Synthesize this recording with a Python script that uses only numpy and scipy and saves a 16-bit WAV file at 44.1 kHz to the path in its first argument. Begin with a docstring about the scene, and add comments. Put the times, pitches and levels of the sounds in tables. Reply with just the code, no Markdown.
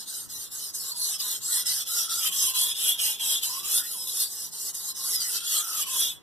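"""Blade on a wet whetstone

A steel blade is drawn back and forth over a wet whetstone on a table. Grit clicks, coloured by the steel,
make a rasp that sinks at each turn; a cluster of beating modes rings over it. The overhanging blade hums in
a bending mode whose pitch moves with the free length. The table rumbles over a quiet room tone.
All layers are shaped noise, spread over two sides."""
import sys
import numpy as np
from scipy import signal
from scipy.io import wavfile
from scipy.ndimage import uniform_filter1d

SR = 44100
rng = np.random.default_rng(int(sys.argv[2]) if len(sys.argv) > 2 else 0)


def unload_wav(signal):
    """Save mono or channel-first audio to the path in sys.argv[1] as 16-bit WAV at rate SR, clipped to [-1, 1]."""
    wavfile.write(
        sys.argv[1],
        SR,
        np.round(np.clip(np.atleast_2d(signal).T, -1, 1) * 32767).astype(np.int16),
    )


N = 274302
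T = np.arange(N) / SR  # seconds
SIZE = 2048  # samples in a spectral frame
HZ = np.fft.rfftfreq(SIZE, 1 / SR)[:, None]

# The back and forth of the blade; rasp and ring levels stand before the layers' own trims and the bite.
# Each row: turn in seconds, rasp at the turn in dB, rasp once moving in dB, place of the fastest moment
# between moving and braking (0-1), rasp then in dB, rasp before braking in dB, ring over the rasp early in dB,
# the same late in dB, centre of the excited ring modes early in Hz, the same late in Hz, contact in dB.
STROKES = [(-0.142, -56.4, -43.4, 0.45, -40.5, -47, -7.5, -3.5, 3550.0, 3750, 12),
           (0.06, -54.5, -45, 0.6, -38.5, -44.5, -13, -26, 3900, 3720.0, 4),
           (0.282, -57, -41, 0.81, -39, -45.5, -45, 3, 3700, 3900, 2.5),
           (0.503, -55, -43.5, 0.7, -38, -41.5, -23, -19, 3900, 3770, 5),
           (0.729, -53, -41, 0.89, -36, -39, -24, -9, 3640, 3360, 2.5),
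           (0.946, -50.5, -44, 0.68, -34, -36.5, -11.5, 1, 3760, 3300, 4),
           (1.182, -50.5, -40, 0.71, -34, -40, 3, -1, 3840, 3200, 7),
           (1.405, -52, -46.5, 0.8, -31, -34.5, -19, 0, 3740.0, 3430, 7.5),
           (1.647, -50, -39, 0.2, -33.5, -36, -9.5, 3.5, 3100, 3230, 7.5),
           (1.852, -51.5, -43, 0.59, -30.5, -36, -7, 1.5, 3480, 3450, 3.5),
           (2.086, -45.5, -33, 0.71, -34.5, -28.5, -5, 6.5, 3480, 2900, 5),
           (2.309, -43.5, -39, 0.6, -28.5, -31.5, -2.5, -0.5, 3340, 3070, 2.5),
           (2.536, -43, -33.5, 0.33, -28.5, -32.5, 0, 9.5, 3250, 3390, 1),
           (2.745, -45, -41.5, 0.72, -26.5, -36, 2, 13, 3270, 3420, -2),
           (2.975, -46.5, -36.5, 0.38, -28, -40, -4, 10, 2910, 3340, 0),
           (3.186, -49, -39, 0.67, -27.5, -35, 1, 9, 3180, 3420, 0),
           (3.414, -45.5, -34.5, 0.42, -36.5, -37.5, -9, -1, 3000, 3180, 4),
           (3.631, -44.5, -39.5, 0.84, -26, -32.5, -4, -3.5, 2920, 3730, 0),
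           (3.837, -42, -41, 0.23, -37.5, -35, -14, -8.5, 2900, 3580, -4.5),
           (4.072, -38, -40.5, 0.79, -31, -39.5, -6.5, -5, 3520, 3680, 2.5),
           (4.302, -43.5, -42, 0.8, -37, -43.5, -19, -10, 3740, 3900, 3.5),
           (4.512, -54, -44.5, 0.69, -39, -33.5, -29, -25, 3800, 3600, 5.5),
           (4.729, -50.5, -41, 0.25, -39.5, -36, -22, -14, 3620, 3740, 3),
           (4.939, -52.5, -44, 0.98, -30, -37, -14, -6.5, 3570, 3500, 4.2),
           (5.203, -39.5, -37.5, 0.4, -38, -32.5, -10.5, 1.5, 2766, 3220, 8),
           (5.405, -43.5, -48, 0.67, -30, -32, -2, 0.5, 3390, 3300, 8),
           (5.64, -41.5, -43, 0.87, -31, -30, -11, 1, 3240, 3020, 4.5),
           (5.856, -45.5, -41, 0.63, -27, -35, -3.5, 10.5, 3240, 3440, -0.5)]
SPEED_UP_S, BRAKE_S = 0.021, 0.035  # from a turn to moving, and from braking to the next turn
STOP_S = 6.119  # the last stroke ends
FIRM_DB = -30  # rasp of a firm stroke


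def gain_of(db):
    """Decibels to gain."""
    return 10 ** (np.asarray(db) / 20)


def evened(x):
    """Scales to rms 1."""
    return x / np.sqrt(np.mean(x ** 2) + 1e-20)


def read(points):
    """Reads a spectrum table on the frequency bins, along log frequency."""
    f, value = np.transpose(points)
    return np.interp(np.log(HZ + 1), np.log(f + 1), value)


def follow(rows, t):
    """The columns of a curve at times t."""
    s, *columns = np.transpose(rows)
    return [np.interp(t, s, c) for c in columns]


def mode(hz, width):
    """Power of a resonance with total energy 1; width is the full width 6 dB down, in Hz."""
    shape = 1 / (1 + (2 * (HZ - hz) / width) ** 2) ** 2
    return shape / shape.sum(0)


def patches(shape, bins, frames):
    """Random field over pitch and time, smoothed over so many bins and frames, rms 1."""
    over_pitch = uniform_filter1d(rng.standard_normal(shape), bins, axis=0)
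    return evened(uniform_filter1d(over_pitch, frames, axis=1))


def scratches(per_s, spread_db):
    """Frame times and spectra of two unrelated, equally strong streams of clicks of uneven size."""
    size = gain_of(spread_db * np.minimum(rng.exponential(1, (2, N)), 5))
    struck = rng.random((2, N)) < per_s / SR
    clicks = size * rng.standard_normal((2, N)) * struck
    _, t, z = signal.stft(evened(clicks), SR, nperseg=SIZE, noverlap=3 * SIZE // 4)
    return t, z / np.sqrt(2)


def heard(z, power, wider_db=0, shift_db=4):
    """Colours the streams and mixes them to two sides, whose likeness keeps shifting over pitch and time."""
    # Part of the sound that differs between the sides, before widening and shifting.
    # Each row: frequency in Hz, level in dB.
    side_part = [(60, -8.5), (280, -9), (400, -4), (600, -5), (1050, -19), (1350, -20), (1800, -5),
                 (2020, -6), (2090, -32), (2330, -34), (2560, -25), (2750, -6), (3250, -10), (3420, -26),
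                 (3600, -25), (3900, -5), (4330, -22), (4780, -22), (5150, -5), (5700, -11), (6300, -6),
                 (6800, -8), (7200, -7), (7700, -13), (12000, -14), (13600, -7), (14300, -11)]
    # A stereo widener turns one side over and holds it back.
    # Each row: frequency in Hz, lead of the left side in half turns.
    left_lead = [(20, 1), (380, 1.1), (950, 2), (1400, 2), (1960, 2.55), (2090, 3), (2520, 3), (3250, 4),
                 (3650, 4), (4300, 4.98), (4900, 5.02), (5550, 6), (5850, 6.1), (6400, 7), (6900, 7.1),
                 (7700, 8), (15000, 8)]
    # Balance between the sides. Each row: frequency in Hz, left minus right in dB.
    left_tilt = [(200, .9), (500, 0), (1450, 0), (1800, 2.1), (2050, 0), (2560, 0), (2800, -4.5), (3200, 0),
                 (3700, 0), (4000, 3), (4350, 0), (4750, 0), (5100, -3.5), (6000, 0), (7700, 1.2),
                 (9000, -1.2), (14000, -.4)]
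    shifting = patches(z.shape[1:], 12, 8)
    apart = np.clip(gain_of(read(side_part) + wider_db + shift_db * shifting), 0, 1)
    common = np.sqrt(1 - apart ** 2) * z[0]
    turn = np.exp(.5j * np.pi * read(left_lead)) * gain_of(read(left_tilt) / 2)
    left = (common + apart * z[1]) * turn
    right = (common - apart * z[1]) / turn
    pair = np.array([left, right]) * np.sqrt(SIZE * power)
    return signal.istft(pair, SR, nperseg=SIZE, noverlap=3 * SIZE // 4)[1][:, :N]


def stroke_db(t):
    """Rasp level: loudness follows blade speed, which picks up after a turn, peaks and brakes into the next."""
    # The edge catches on the stone and the rasp jumps up or down.
    # Each row: start in seconds, jump in dB, dying time in seconds.
    catches = [(0.294, -5, 0.023), (0.746, 3.5, 0.013), (1.657, 2, 0.012), (2.098, -6.5, 0.02),
               (3.195, 3, 0.012), (3.804, 3.5, 0.0065), (3.912, 4.5, 0.028), (4.095, 4.5, 0.012),
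               (4.198, 3.5, 0.031), (4.745, 2.5, 0.017)]
    catch_rise_s = 0.00076
    settle_s, rest_s = 0.0039, 0.0066  # the blade lies almost still this long before and after a turn
    stop_db, fade_db_per_s = -40.5, 299  # the last stroke dies away
    turn, turn_db, moving_db, place, fastest_db, braking_db = np.transpose(STROKES)[:6]
    moving = turn + SPEED_UP_S
    braking = np.append(turn[1:], STOP_S) - BRAKE_S
    fastest = moving + np.clip(place, .04, .96) * (braking - moving)
    s = np.column_stack([turn - settle_s, turn + rest_s, moving, fastest, braking])
    db = np.column_stack([turn_db, turn_db, moving_db, fastest_db, braking_db])
    speed_gain = np.interp(t, np.append(s, STOP_S), gain_of(np.append(db, stop_db)))
    jumps_db = 0
    for start, jump_db, dying_s in catches:
        rise = np.clip((t - start) / catch_rise_s, 0, 1)
        jumps_db = jumps_db + jump_db * rise * np.exp(-np.maximum(t - start, 0) / dying_s)
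    return jumps_db + 20 * np.log10(speed_gain) - fade_db_per_s * np.maximum(t - STOP_S, 0)


def grip(t):
    """Ring over rasp in dB, ring centre in Hz and contact in dB, sliding through each stroke."""
    early, late = 0.32, 0.86  # shares of a stroke at which its early and late values hold
    rows = np.array(STROKES)
    length = np.diff(np.append(rows[:, 0], STOP_S))[:, None]
    s = rows[:, :1] + length * [early, late]
    over_db, centre_hz = rows[:, 6:8], rows[:, 8:10]
    contact_db = rows[:, 10].repeat(2)
    return follow(np.column_stack([s.ravel(), over_db.ravel(), centre_hz.ravel(), contact_db]), t)


def bite(t):
    """Gain as the edge bites: it jumps at each turn, holds until the blade is moving, then settles."""
    bite_db, bite_s = 8, 0.038  # jump and dying time
    moving = np.transpose(STROKES)[0] + SPEED_UP_S
    stroke = np.maximum(np.searchsorted(moving, t + SPEED_UP_S) - 1, 0)
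    since = t - moving[stroke]
    return gain_of(bite_db * np.exp(-np.maximum(since, 0) / bite_s))


def room(room_db=-56.5, drift_db=2.2):
    """Low room tone: steady noise under a falling spectrum that drifts in lumps."""
    # Colour of the room tone, before it is scaled as a whole.
    # Each row: frequency in Hz, density in dB per Hz.
    tone = [(25, 2), (45, -6), (65, 3), (130, 7.5), (300, 3.5), (390, 3), (480, -2.5), (600, -5.5),
            (1000, -5), (3000, -9.5), (14000, -29)]
    _, z = scratches(per_s=SR, spread_db=0)
    power = gain_of(2 * read(tone))
    lumps = gain_of(2 * drift_db * patches(z.shape[1:], 3, 10))
    return gain_of(room_db) * heard(z, power / power.sum() * lumps, shift_db=2.0)


def rumble(rumble_db=-55.0, share=1.0):
    """Hard strokes shake the stone's holder and the table: a broad low resonance with a narrow one in it."""
    t, z = scratches(per_s=12000, spread_db=1.5)
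    level_db = rumble_db + share * (stroke_db(t) - FIRM_DB)  # share: dB per dB of rasp
    body = mode(430, 660) + 0.1 * mode(402, 66)
    return heard(z, gain_of(2 * level_db) * body, shift_db=1.0)


def bend(bend_db=-7.0, share=0.093, wobble=0.024, broken_db=6):
    """The overhanging blade hums in its lowest bending mode, higher as less of it hangs free."""
    # Path of the hum, before the trim and the wobble.
    # Each row: time in seconds, level under a firm stroke in dB, pitch in Hz.
    hum_path = [(0, -75, 1320), (.13, -48, 1530), (.36, -65, 1190), (.84, -58.5, 1050), (.9, -42.5, 1110),
                (.96, -51, 940), (1.16, -53, 1240), (1.24, -45.5, 1040), (1.38, -60, 890),
                (1.58, -48, 1460), (1.86, -62, 1370), (1.9, -40.5, 1366), (2.22, -39.5, 1360),
                (2.31, -45, 1156), (2.65, -42.5, 980), (2.76, -61, 970), (3.1, -49, 920), (3.44, -56, 950),
                (3.52, -40.5, 1020), (3.68, -44.5, 1245), (3.78, -36, 1410), (3.9, -57, 1410),
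                (3.96, -48, 960), (4.26, -55.5, 1160), (4.5, -65, 1010), (5.05, -44.5, 1100),
                (5.14, -62, 1240), (5.21, -41.5, 1400), (5.28, -51.5, 1396), (5.72, -34.5, 1307),
                (5.9, -47, 1040), (5.94, -39, 1050), (6.22, -76, 970)]
    t, z = scratches(per_s=20000, spread_db=1)
    level_db, hz = follow(hum_path, t)
    level_db = level_db + bend_db + share * (stroke_db(t) - FIRM_DB)
    level_db = level_db + broken_db * np.minimum(patches(z.shape[1:], 6, 2), .6)  # the hum breaks up
    hz = hz * (1 + wobble * patches((1, len(t)), 1, 3)[0])
    hum = 1.08 * mode(hz, 92) + 0.06 * mode(hz, 1000)
    return heard(z, gain_of(2 * level_db) * hum)


def ring(skirt_db=-4, waver_db=13.5, ring_db=-9.0, linger_s=0.0061, gather=0.56):
    """A cluster of close modes; those near the excited centre sing loudest and beat together."""
    # Modes of the ringing blade. Each row: frequency in Hz, width in Hz, level within the cluster in dB.
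    ring_modes = [(2870, 55, 0), (3010, 50, -2), (3140, 70, 0), (3230, 40, -2), (3308, 35, 2),
                  (3393, 35, 3), (3470, 35, 0), (3538, 50, 0), (3650, 35, 1), (3760, 50, -2)]
    t, z = scratches(per_s=18000, spread_db=3.0)
    over_db, centre_hz, _ = grip(t)
    cluster = sum(gain_of(2 * db) * mode(hz, width) for hz, width, db in ring_modes)
    waver = gain_of(2 * waver_db * np.minimum(patches(z.shape[1:], 3, 5), 1))
    focus = gain_of(-gather * np.maximum(over_db, 0))  # a strong ring gathers on fewer modes
    power = cluster * waver * mode(centre_hz, 260 * focus)
    skirt = gain_of(2 * skirt_db) * focus ** 2 * mode(centre_hz, 900) * waver
    power = power / power.sum(0) + skirt
    push = (gain_of(stroke_db(T)) * bite(T)) ** 2
    keep = np.exp(-1 / (linger_s * SR))  # the steel rings on a little as the push falls
    drive = np.maximum(push, signal.lfilter([1 - keep], [1, -keep], push))
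    wider_db = 20 * (abs(HZ - 2480) < 220)
    return np.sqrt(drive) * heard(z, power * gain_of(2 * (over_db + ring_db)), wider_db, 5.4)


def rasp(streak_db=8.0, patchy_db=3.0, rasp_db=0.42, sing_width=260, top_streaks=0.65, band_shift_db=7):
    """Grit scratches drive the steel; narrow modes come and go as the contact point slides."""
    # Colour of grit on steel, before scaling. Each row: frequency in Hz, density in dB per Hz.
    grit_colour = [(300, -76), (800, -20), (1600, -15.5), (2200, -15.5), (2500, -29.5), (2900, -8.5),
                   (3500, -12.5), (3950, 0), (5000, 2), (6500, 3.5), (8000, 4.5), (10500, 6.5),
                   (12000, 6.5), (13000, 3.5), (13600, -4.5), (14100, 5), (14500, -13.5)]
    # How far contact lifts each range. Each row: frequency in Hz, share of the contact dB (0-1).
    contact_lift = [(300, 1), (2000, 0.85), (3900, 0.88), (4600, 0.5), (5500, 0.46), (8000, 0.51),
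                    (12000, 0.12), (14000, 0.45)]
    # How far speed brightens each range. Each row: frequency in Hz, dB per dB of rasp.
    speed_tilt = [(7000, 0), (10000, 0.29), (12000, 0.27), (13000, 0.13), (14300, .05)]
    # Modes of the steel that stay put. Each row: frequency in Hz, width in Hz, level over the rasp in dB.
    steel_modes = [(3913, 69, -17.5), (5107, 93, -16), (5263, 68, -19.5), (5757, 38, -19),
                   (7790, 110, -18.5), (8700, 69, -20), (9430, 62, -16), (10720, 76, -15),
                   (12050, 200, -14.5)]
    # A mode sings for a moment, sliding with the blade.
    # Each row: start in seconds, end in seconds, from Hz, to Hz, level over the rasp at its height in dB.
    singing = [(0.07, 0.27, 8760, 9040, -3.5), (0.643, 0.722, 5000, 4960, -3), (0.91, 0.99, 4430, 4650, 4),
               (0.956, 1.101, 10470, 11440, 0.5), (0.986, 1.1, 4250, 4330, 0),
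               (1.007, 1.098, 6040, 6050, -1), (1.133, 1.234, 5400, 4870, 2.5),
               (1.365, 1.676, 6940, 9080, -1.5), (1.467, 1.755, 1890, 2070, -16.5),
               (1.52, 1.795, 5230, 5260, -2.5), (1.642, 1.77, 8500, 8900, 1.5),
               (1.65, 1.757, 4000, 3970, -4), (1.95, 2.174, 5640, 5600, -2.5),
               (2.19, 2.562, 7970, 7150, -7), (3.803, 3.913, 1750, 2130, -15),
               (4.142, 4.26, 9800, 9240, -2), (4.185, 4.326, 4130, 4770, 1.5),
               (4.5, 4.67, 8830, 9200, -2.5), (4.845, 5.085, 5200, 5400, -7),
               (4.942, 5.026, 6160, 6300, -3.5), (5.124, 5.312, 2020, 2000, -14.5),
               (5.125, 5.25, 5400, 4500, 0)]
    bite_share = 0.51  # of the bite's dB, heard in the rasp
    t, z = scratches(per_s=30000, spread_db=1.0)
    contact_db = grip(t)[2]
    grit = gain_of(2 * read(grit_colour))
    body = grit / grit[HZ > 7500].sum()  # the treble sets the level
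    body = body * gain_of(2 * contact_db * read(contact_lift))
    body *= gain_of(2 * read(speed_tilt) * (stroke_db(t) - FIRM_DB))
    body += sum(gain_of(2 * db) * mode(hz, width) for hz, width, db in steel_modes)
    for start, end, from_hz, to_hz, db in singing:
        way = np.clip((t - start) / (end - start), 0, 1)
        swell = gain_of(2 * db) * np.sin(np.pi * way)
        body += swell * mode(from_hz + way * (to_hz - from_hz), sing_width)
    streaks = np.minimum(patches(z.shape[1:], 4, 3), .8)  # more gaps than peaks
    streaks = streaks * np.clip(1.6 - HZ / 9000, top_streaks, 1)  # shallower on top
    blots = patches(z.shape[1:], 20, 5)
    power = body * gain_of(2 * (streak_db * streaks + patchy_db * blots))
    wide_band = abs(HZ - 4550) < 350
    wider_db = (7.5 + 1.04 * contact_db) * wide_band  # the sides differ more here at a higher contact value
    level = gain_of(stroke_db(T) + rasp_db) * bite(T) ** bite_share
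    return level * heard(z, power, wider_db, np.where(wide_band, band_shift_db, 4.0))


def scene():
    """All layers together, from the room to the rasp."""
    return room() + rumble() + bend() + ring() + rasp()


def record(dry):
    """The band limit: a steep low-pass that keeps its timing."""
    edge_hz = 14260
    low_pass = signal.firwin(1023, edge_hz, window=("kaiser", 10), fs=SR)
    return signal.oaconvolve(dry, low_pass[None], "same")


dry = scene()
out = record(dry)
unload_wav(out)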